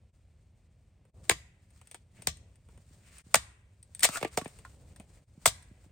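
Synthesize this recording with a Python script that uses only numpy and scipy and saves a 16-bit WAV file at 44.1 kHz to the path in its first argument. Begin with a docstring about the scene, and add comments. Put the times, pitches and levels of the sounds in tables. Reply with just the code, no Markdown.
"""Over a low rumble and faint air in the woods, clothes rustle, boots shuffle and small taps lead up to the first blow.
A hatchet bites into a billet (a short log) on a stump, and billet and hatchet are knocked down together, blow by blow.
The wood cracks, tears apart and the pieces tumble; the next billet is set up, and a last blow cracks it.
Random snaps of fibre, filtered and sent through ringing wood, make the blows; scattered echoes give a faint tail."""
import sys
import numpy as np
from scipy import signal
from scipy.fft import rfft, irfft, next_fast_len
from scipy.io import wavfile
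from scipy.ndimage import uniform_filter1d

SR = 44100
rng = np.random.default_rng(int(sys.argv[2]) if len(sys.argv) > 2 else 0)


def dump_mix(stems):
    """Bounce the given channels to the path in sys.argv[1] as a 16-bit WAV at rate SR."""
    frames = np.atleast_2d(stems).T  # one column per channel
    limited = np.clip(frames, -1, 1)  # hard clip at full scale
    pcm = np.round(limited * 32767).astype(np.int16)
    wavfile.write(sys.argv[1], SR, pcm)


N = 260631

BLOW_SAMPLES = 8192  # room for one short wooden sound
LEAD_IN_S = .003  # each short wooden sound swells in for this long before its main push

# The hatchet strikes. Each row: time in seconds, time over which fibres snap in seconds, knock in Hz,
# knock level in dB, clack in Hz, clack level in dB, crack level in dB, thump delay in seconds, thump level in dB.
CHOP_BLOWS = [(1.2969, 0.0012, 562, -28, 2100, -21.5, -19, .011, -37.5),
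              (2.273, .0013, 660, -36.5, 2040, -31.5, -24.5, 0, -38.5),
              (3.3443, 0.0021, 857, -19.5, 1949, -19, -17, 0.014, -38.5),
              (4.033, 0.0027, 1027, -45, 1695, -26, -19.5, .003, -69),
              (5.4585, .0029, 780, -21.5, 1700, -20.5, -19.5, .008, -38)]
# Split pieces and the hatchet land on stump and ground. Each row: time in seconds, knock in Hz,
# knock level in dB, crack level in dB, thump level in dB, left minus right in dB.
PIECE_LANDINGS = [(4.089, 857, -37, -39, -40.5, 1.5), (4.213, 406, -43.5, -49, -58, -3),
                  (4.2281, 611, -31, -42, -38.5, -2), (4.2481, 453, -30.5, -47, -51, -1),
                  (4.3746, 568, -28, -30, -37, -4), (4.415, 454, -50, -67, -43, 3),
                  (4.458, 556, -42, -66, -42.5, 3)]
# Colour of the cracks as heard through the microphones: bright near 8.6 kHz, hollow near 11 kHz.
# Each row: frequency in Hz, level in dB.
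CRACK_SPECTRUM = [(1000, -35), (2500, -18.5), (3500, -2.5), (4600, -4), (6200, -5.5), (7200, -2),
                  (8600, 2.5), (9500, -3.5), (10300, -25), (11400, -29.5), (13000, -8.5), (15500, -16)]


def from_db(db):
    """Turn decibels into a gain."""
    return 10 ** (np.asarray(db) / 20)


def rms_one(x):
    """Scale a sound to an average (rms) strength of 1."""
    return x / np.sqrt(np.mean(x ** 2) + 1e-20)


def burst(x, db):
    """Scale a short sound so that its energy, spread over 10 ms, has this level."""
    energy = np.mean(np.sum(x ** 2, axis=-1))
    return x * from_db(db) / np.sqrt(energy / (.01 * SR) + 1e-20)


def at_hz(points, hz):
    """Read each column of a spectrum at these frequencies, on a logarithmic pitch scale."""
    f, *columns = np.transpose(points)
    return [np.interp(np.log(np.maximum(hz, 1)), np.log(f), column) for column in columns]


def coloured(x, spectrum):
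    """Give a sound this spectrum with a filter that never answers early (minimum phase)."""
    size = 2 * next_fast_len(x.shape[-1])
    level_db = at_hz(spectrum, np.fft.rfftfreq(size, 1 / SR))[0]
    # folding the cepstrum onto positive times makes the filter minimum-phase
    cepstrum = irfft(np.log(from_db(level_db)))
    cepstrum[1:size // 2] *= 2
    cepstrum[size // 2 + 1:] = 0
    return irfft(rfft(x, size) * np.exp(rfft(cepstrum)))[..., :x.shape[-1]]


def band(x, hz, spread, order=2):
    """A broad, quickly damped resonance around hz."""
    ratio = 1 + abs(spread)
    edges = [hz / ratio, min(hz * ratio, .45 * SR)]
    return signal.sosfilt(signal.butter(order, edges, "band", fs=SR, output="sos"), x + 1e-18)


def ring(x, modes, detune):
    """Decaying tones; every contact point gives them other strengths and slightly other pitches."""
    t = np.arange(BLOW_SAMPLES) / SR
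    luck = rng.standard_normal((len(modes), 2))
    tone = 0
    for (hz, db, t60), (strength, pitch) in zip(modes, luck):
        fade = from_db(db + 2 * strength - 60 * t / t60)
        tone = tone + fade * np.sin(2 * np.pi * hz * (1 + detune * pitch) * t)
    return signal.fftconvolve(x, tone[None], axes=-1)[:, :BLOW_SAMPLES]


def add(out, s, x):
    """Mix a short sound in at time s."""
    start = round(s * SR)
    out[:, start:start + x.shape[-1]] += x[:, :N - start]


def grains(size, per_s, spread_db, apart):
    """Random snaps of uneven strength; each microphone also gets some of its own."""
    strength_db = spread_db * np.minimum(rng.exponential(1, (3, size)), 4)
    sizes = from_db(strength_db) * rng.choice([-1, 1], (3, size))
    snaps = sizes * (rng.random((3, size)) < per_s / SR)
    return rms_one(snaps[0] + apart * snaps[1:])


def surge(s, rise_s, fall_s):
    """An envelope that grows to 1 at time s and dies away."""
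    t = np.arange(N) / SR - s
    growth = np.minimum(t / max(rise_s, 1e-4), -t / max(fall_s, 1e-4))
    return np.exp(np.maximum(growth, -40))


def together(gains):
    """Unrelated sounds add in power."""
    return np.sqrt(sum(gain ** 2 for gain in gains))


def flutter():
    """Cloth catches and slips, so its level wavers at random."""
    flutter_db, flutter_s = 2.5, 0.027
    width = max(round(flutter_s * SR), 1)
    slow = uniform_filter1d(uniform_filter1d(rng.standard_normal(N), width), width)
    return from_db(flutter_db * rms_one(slow))


def movement():
    """Gains of rustle, rubbing, shuffle and rumble: rest, single movements, and a swing into every chop."""
    # Arms and legs move. Each row: time in seconds, half length in seconds, rustling level in dB,
    # cloth rubbing level in dB, shuffling level in dB.
    moves = [(1.195, 0.1, -84.5, -99, -64), (1.83, 0.17, -72.5, -81, -82),
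             (2.203, 0.061, -69.5, -69.5, -64.5), (2.45, .12, -83.5, -88, -69.5),
             (2.75, 0.082, -75.5, -81.5, -68.5), (2.964, 0.1, -69, -97, -71),
             (3.116, 0.089, -64, -68.5, -71), (3.183, 0.029, -55.5, -64.5, -85),
             (3.861, 0.22, -79.5, -89, -85), (4.279, 0.012, -52.5, -62, -67),
             (4.347, 0.033, -57.5, -67, -65), (4.552, 0.18, -62.5, -77, -73),
             (4.852, 0.44, -70, -81, -65.5), (5.172, 0.032, -67.5, -76, -69),
             (5.782, 0.25, -75.5, -81, -70.5)]
    rest_rustle_db, rest_shuffle_db = -84, -76
    swing_rustle_db, swing_shuffle_db, swing_rise_s, swing_stop_s = -61.5, -65, .06, .03
    rumble_db, rumble_over_shuffle_db = -62.5, 9
    shudder_over_thump_db, shudder_rise_s, shudder_fall_s = -8, .012, 0.065

    t = np.arange(N) / SR
    # the arm swings faster and faster, and stops
    swings = sum(surge(s, swing_rise_s, swing_stop_s) for s, *_ in CHOP_BLOWS)
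    rustle = [from_db(rest_rustle_db), from_db(swing_rustle_db) * swings]
    shuffle = [from_db(rest_shuffle_db), from_db(swing_shuffle_db) * swings]
    rub = []
    for s, half_s, rustle_db, rub_db, shuffle_db in moves:
        swell = np.exp(-np.minimum(((t - s) / half_s) ** 2, 40))
        rustle.append(from_db(rustle_db) * swell)
        rub.append(from_db(rub_db) * swell)
        shuffle.append(from_db(shuffle_db) * swell)

    # the ground shudders after each chop, and the rumble swells with the shuffling
    shudder = sum(from_db(thump_db + shudder_over_thump_db)
                  * surge(s + 2 * shudder_rise_s, shudder_rise_s, shudder_fall_s)
                  for s, *_, thump_db in CHOP_BLOWS)
    rumble = [from_db(rumble_db), from_db(rumble_over_shuffle_db) * together(shuffle), shudder]
    return together(rustle), together(rub), together(shuffle), together(rumble)


def background():
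    """Cloth and dry needles rustle, boots shuffle, and the air rumbles and hisses faintly."""
    # Four colours as heard through the microphones: rustle, shuffle, rumble and steady forest air.
    # Each row: frequency in Hz, level in dB.
    rustle_spectrum = [(400, -16.5), (1200, -3.5), (2200, -5.5), (3100, -8), (4500, -5.5), (5900, -7.5),
                       (8600, 0), (9500, -5.5), (10500, -32), (12000, -29.5), (13500, -13.5), (16000, -16)]
    shuffle_spectrum = [(60, -14.5), (160, 8), (300, -3.5), (550, -0.5), (1000, -12.5), (2500, -45)]
    rumble_spectrum = [(15, -32), (30, -16), (50, 3.5), (75, 4.5), (110, 0), (160, -8.5), (260, -20.5),
                       (600, -42), (2000, -65.5)]
    air_spectrum = [(200, 4), (450, -2), (900, -9.5), (1500, -10), (2300, -6), (4000, -14.5), (6000, -17.5),
                    (8500, -23), (9700, -26), (11000, -37.5), (13500, -36.5), (16000, -37)]
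    # The background dips briefly. Each row: time in seconds, half width in seconds, depth in dB.
    dips = [(0.12, 0.015, -16), (1.122, 0.017, -25), (3.231, 0.0087, -26.5), (5.259, 0.018, -17)]
    air_db, rub_hz = -79, 2100

    rustle_gain, rub_gain, shuffle_gain, rumble_gain = movement()
    dense = grains(N, per_s=2900, spread_db=3.0, apart=1.1)
    sparse = grains(N, per_s=580, spread_db=0.5, apart=.6)
    cloth = dense + from_db(-10.5) * sparse
    rustle = rustle_gain * flutter() * rms_one(coloured(cloth, rustle_spectrum))
    scuffs = grains(N, per_s=700, spread_db=2.5, apart=.4)
    shuffle = shuffle_gain * rms_one(coloured(scuffs, shuffle_spectrum))
    rumbling = grains(N, per_s=3600, spread_db=1.0, apart=.1)
    rumble = rumble_gain * rms_one(coloured(rumbling, rumble_spectrum))
    hiss = grains(N, per_s=28000, spread_db=2.0, apart=0.23)
    air = from_db(air_db) * rms_one(coloured(hiss, air_spectrum))
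    # cloth slides on cloth
    sliding = grains(N, per_s=9000, spread_db=3.5, apart=1.0)
    rub = rub_gain * flutter() * rms_one(band(sliding, rub_hz, spread=.35))

    t = np.arange(N) / SR
    dips_db = sum(db * np.exp(-((t - s) / width) ** 2) for s, width, db in dips)
    rustle = rustle * from_db([[1], [-1]])  # stronger on the left
    return (rustle + rub + shuffle + rumble + air) * from_db(dips_db)


def weights():
    """List everything that presses on the ground: time in seconds, level in dB, lowest ring in Hz."""
    # Boots and knees press on the soil. Each row: time in seconds, level in dB.
    steps = [(2.683, -62), (2.781, -61), (2.906, -57.5), (3.262, -53.5), (4.995, -46), (5.373, -50),
             (5.709, -51), (5.858, -55)]
    chop_hz, landing_hz, step_hz = 59.3, 102.26, 78
    # the stump takes the weight of most chops a moment later
    return ([(s + delay_s, db, chop_hz) for s, *_, delay_s, db in CHOP_BLOWS]
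            + [(s, db, landing_hz) for s, *_, db, _ in PIECE_LANDINGS]
            + [(s, db, step_hz) for s, db in steps])


def thumps():
    """A soft push rocks the stump on the soil; lighter pieces give a higher thud."""
    # Stump on soft ground. Each row: multiple of its lowest ring, relative level in dB,
    # time to fade by 60 dB in seconds.
    stump_modes = [(1., 0, .07), (1.55, 4, 0.034), (2.449, 2, 0.028), (3.8, -6, .025)]
    out = np.zeros((2, N))
    push = signal.windows.hann(BLOW_SAMPLES // 64)
    push = np.pad(push, (0, BLOW_SAMPLES - len(push)))[None]
    for s, db, hz in weights():
        modes = [(hz * multiple, level, t60) for multiple, level, t60 in stump_modes]
        thud = ring(push, modes, detune=0.01)
        add(out, s, burst(band(thud, 6.2 * hz, spread=2.3), db))
    return out


def contact(snap_s, snap_db, apart, rise_s=0.0016):
    """A shower of snaps swells in, peaks with one push, and dies away."""
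    t = (np.arange(BLOW_SAMPLES) - round(LEAD_IN_S * SR)) / SR
    swell = np.exp(np.minimum(t / max(rise_s, 1e-4), -t / max(snap_s, 1e-4)))
    shower = grains(BLOW_SAMPLES, per_s=12000, spread_db=4.5, apart=apart) * swell
    push = 1. * (t == 0)
    return burst(push, 0) + burst(shower, snap_db)


def ticks():
    """Light contacts of blade and wood in the hands: the same wood, barely excited."""
    # Small taps and creaks. Each row: time in seconds, level in dB,
    # brightness in dB (raises the crack and lowers the knock).
    taps = [(1.052, -74.5, -5.5), (1.175, -78, -4.5), (1.253, -71.5, 2.5), (1.705, -74.5, 5),
            (1.814, -62.5, -1.5), (1.872, -64.5, 7.5), (1.913, -55, 5), (1.945, -49.5, 0.5),
            (2.221, -55.5, 3.5), (2.371, -68, 7.5), (2.557, -73, 5), (2.687, -69.5, -6.5),
            (2.776, -67.5, -3), (3.183, -64, 12.5), (3.828, -70, 18.5), (3.949, -58, 17),
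            (3.994, -53, 12.5), (4.006, -53, 14), (4.204, -57.5, 2), (4.446, -56.5, 5), (4.478, -59.5, 3),
            (4.588, -60, 1), (4.961, -60.5, 1.5), (4.999, -56.5, -3), (5.625, -68.5, 8.5),
            (5.841, -72.5, -5)]
    # a duller touch lasts longer: its length doubles for this many dB less brightness
    touch_s, doubling_db = 0.0056, 25.5
    # the brightest touches are single fibres that snap high up; the crack takes a share of the brightness
    fibre_hz, fibre_db, crack_share, clack_over_db = 8450, -3.5, 0.48, -1.5

    out = np.zeros((2, N))
    for s, db, bright_db in taps:
        snap_s = touch_s * 2 ** (-bright_db / doubling_db)
        touch = contact(snap_s, snap_db=5, apart=.6, rise_s=.0003)
        knock = burst(band(touch, 630, spread=.8), db - bright_db)
        clack = burst(band(touch, 2100, spread=0.25), db + clack_over_db)
        crack = burst(coloured(touch, CRACK_SPECTRUM), db + crack_share * bright_db)
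        fibre = burst(band(touch, fibre_hz, spread=0.089, order=3), db + bright_db + fibre_db)
        add(out, s - LEAD_IN_S, knock + clack + crack + fibre)
    return out


def tearing():
    """The last fibres let go in a dense crackle; the blade scrapes down the split and the billet resounds."""
    # The split bursts open, then the blade scrapes harder and harder until the halves part.
    # Each row: time of the peak in seconds, level in dB, rise in seconds, fall in seconds.
    tears = [(4.027, -34.5, 0.0026, 0.016), (4.069, -45, 0.0064, 0.026), (4.155, -38, .03, 0.013)]
    fibres = grains(N, per_s=6000, spread_db=3.0, apart=.7)
    body = band(fibres, 1300, spread=.1, order=1) + .7 * band(fibres, 2400, spread=.15, order=1)
    low = from_db(-11.0) * rms_one(band(fibres, 600, spread=1.0))
    crackle = rms_one(coloured(fibres, CRACK_SPECTRUM)) + rms_one(body) + low
    return crackle * together(from_db(db) * surge(s, rise_s, fall_s) for s, db, rise_s, fall_s in tears)


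def contacts():
    """List the wood contacts: the first seven columns of the chops, then free ringing and left minus right in dB."""
    # The blade drives on and the billet gives again. Each row: the first seven columns of the chops.
    aftercracks = [(1.3102, .0042, 1067, -32, 1960, -38, -40.5),
                   (1.313, .005, 325.8, -38.5, 2248, -33.5, -35.5), (3.356, .003, 660, -36, 1770, -32, -23),
                   (4.0396, 0.0037, 1188, -44.5, 2543, -27.5, -20),
                   (4.0453, 0.0029, 1207, -43, 2040, -26.5, -22.5),
                   (4.0504, .005, 717, -30.5, 2195, -27.5, -20.5),
                   (5.4648, 0.0023, 744, -37, 3190, -56, -19), (5.4757, .0094, 814, -37.5, 3215, -35, -26)]
    # Loose pieces knock against each other. Each row: time in seconds, knock in Hz, knock level in dB,
    # clack level in dB, crack level in dB.
    clatter = [(4.158, 1340, -51.5, -38.5, -58), (4.1716, 680, -45.5, -38, -36.5),
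               (4.3815, 735, -35, -65, -41), (4.414, 1123, -48.5, -74, -51.5),
               (4.6504, 1067, -53, -54.5, -60)]
    # a billet held on the stump hardly rings; opened, it rings more freely; loose pieces ring most
    held_db, opened_db, landing_db, loose_db = -16.5, -9, -13, -1
    landing_snap_s, landing_clack_hz, landing_clack_over_knock_db = 0.005, 2210, -6
    clatter_snap_s, clatter_clack_hz = 0.0073, 1430

    for *wood, _, _ in CHOP_BLOWS:
        yield *wood, held_db, 0
    for row in aftercracks:
        yield *row, opened_db, 0
    for s, knock_hz, knock_db, crack_db, _, pan_db in PIECE_LANDINGS:
        clack_db = knock_db + landing_clack_over_knock_db
        yield (s, landing_snap_s, knock_hz, knock_db, landing_clack_hz, clack_db, crack_db,
               landing_db, pan_db)
    for s, knock_hz, knock_db, clack_db, crack_db in clatter:
        yield (s, clatter_snap_s, knock_hz, knock_db, clatter_clack_hz, clack_db, crack_db,
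               loose_db, 0)


def blows(grain_db):
    """Fibres crack, and the billet answers with a clack, a lower knock and a short ring."""
    # Ringing of the billet. Each row: frequency in Hz, relative level in dB,
    # time to fade by 60 dB in seconds.
    billet_modes = [(735, 2, 0.045), (1040.3, -4.5, .032), (1183, -7, 0.12), (1670, -5, .05),
                    (2023, -2.5, 0.042), (2270, -5.5, .08), (2700, -12.5, 0.032), (4180, -10.5, .07),
                    (4630, -9.5, 0.064), (6850, -13.5, .045)]
    out = np.zeros((2, N))
    for s, snap_s, knock_hz, knock_db, clack_hz, clack_db, crack_db, free_db, pan_db in contacts():
        crack = coloured(contact(snap_s, grain_db + 14.5, apart=1.0), CRACK_SPECTRUM)
        clack = band(contact(snap_s, grain_db + 5.0, apart=1.0), clack_hz, spread=0.27)
        push = contact(snap_s, grain_db - 8.0, apart=0.9)
        knock = band(push, knock_hz, spread=.7, order=3)
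        # the two strongest bending modes ring on when a piece is loose
        low_bend = ring(push, [(knock_hz, 0, .06)], detune=0)
        high_bend = ring(push, [(clack_hz, 0, .05)], detune=0)
        rings = ring(contact(snap_s, grain_db - 2, apart=1.0), billet_modes, detune=0.016)
        wood = burst(clack, clack_db) + burst(knock, knock_db) + burst(rings, clack_db - 8.5)
        bends = burst(low_bend, knock_db + free_db) + burst(high_bend, clack_db + free_db)
        left_right = from_db([[pan_db / 2], [-pan_db / 2]])
        add(out, s - LEAD_IN_S, (burst(crack, crack_db) + wood + bends) * left_right)
    return out


def lows_late(x, cycles):
    """The lower the sound, the later it comes: most frequencies come about this many own cycles late."""
    size = 2 * next_fast_len(N)
    hz = np.fft.rfftfreq(size, 1 / SR)
    return irfft(rfft(x, size) * np.exp(-2j * np.pi * cycles * np.log1p(hz / 30)))[:, :N]


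def at_microphones(x):
    """The chopping block reaches the two microphones with different level and phase."""
    # Each row: frequency in Hz, left minus right in dB.
    balance = [(200, -2), (600, 2), (1100, -1.5), (2100, 0), (4300, 2.5), (8000, 4.5), (13000, -0.5)]
    # Each row: frequency in Hz, lead of the left in radians.
    phase = [(150, 0), (500, .2), (1000, 0), (2100, .7), (4300, 1.2), (6000, .4), (8000, -.4), (10000, -.3),
             (13000, .7)]
    size = 2 * next_fast_len(N)
    hz = np.fft.rfftfreq(size, 1 / SR)
    half = np.array([[.5], [-.5]])
    ports = from_db(half * at_hz(balance, hz)[0]) * np.exp(1j * half * at_hz(phase, hz)[0])
    return irfft(rfft(x, size) * ports)[:, :N]


def stereo_noise():
    """One second of diffuse sound as a spectrum; long waves reach both microphones alike."""
    hz = np.fft.rfftfreq(SR, 1 / SR)
    mid, side = rfft(rng.standard_normal((2, SR)))
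    alike = 1 / (1 + (hz / 500) ** 2)
    return np.sqrt((1 + alike) / 2) * mid + np.sqrt((1 - alike) / 2) * side * [[1], [-1]]


def echoes(x, table, onset_s):
    """Dense scatter that builds up, then dies away band by band."""
    t = np.arange(SR) / SR
    hz = np.fft.rfftfreq(SR, 1 / SR)
    white = stereo_noise()
    centres = [row[0] for row in table]
    response = 0
    # each band's share is 1 at its own centre and falls to 0 at its neighbours
    for share, (_, db, t60) in zip(np.eye(len(table)), table):
        fade = rms_one(from_db(-60 * t / t60) * (1 - np.exp(-(t / onset_s) ** 2)))
        noise = irfft(white * np.interp(hz, centres, share), SR)
        response = response + noise * from_db(db) * fade / np.sqrt(SR)
    return signal.fftconvolve(x, response, axes=-1)[:, :N]


def scene():
    """The work at the block, its echoes and the background."""
    # Quick scatter from ground, logs and the chopper's body, then echoes among the trees.
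    # Each row: frequency in Hz, level in dB, time to fade by 60 dB in seconds.
    nearby = [(300, -11, 0.073), (1000, -16.5, 0.061), (3120, -7.5, 0.11), (8350, -11, 0.092),
              (15000, -15.5, 0.083)]
    forest = [(200, -20.5, 0.28), (500, -30, .45), (1230, -24, 0.57), (2600, -24.5, .76),
              (4160, -15.5, 0.33), (8000, -23, 0.41), (15000, -28.5, .28)]
    small = ticks() + tearing()
    work = blows(grain_db=3.0) + small + thumps()
    direct = at_microphones(lows_late(work, cycles=.9))
    # the surroundings hear each blow from all sides, which evens out the grain of single fibres
    radiated = at_microphones(lows_late(blows(grain_db=-17.5) + small, cycles=.9))
    scatter = echoes(radiated, nearby, onset_s=0.0056)
    tail = echoes(radiated, forest, onset_s=0.0029)
    return direct + scatter + tail + background()


def record(dry):
    """The highest peaks are rounded and the top is cut."""
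    cutoff_hz = 16300
    rounded = .95 * np.tanh(dry / .95)
    return signal.sosfilt(signal.ellip(10, .1, 80, cutoff_hz, fs=SR, output="sos"), rounded)


dry = scene()
out = record(dry)
dump_mix(out)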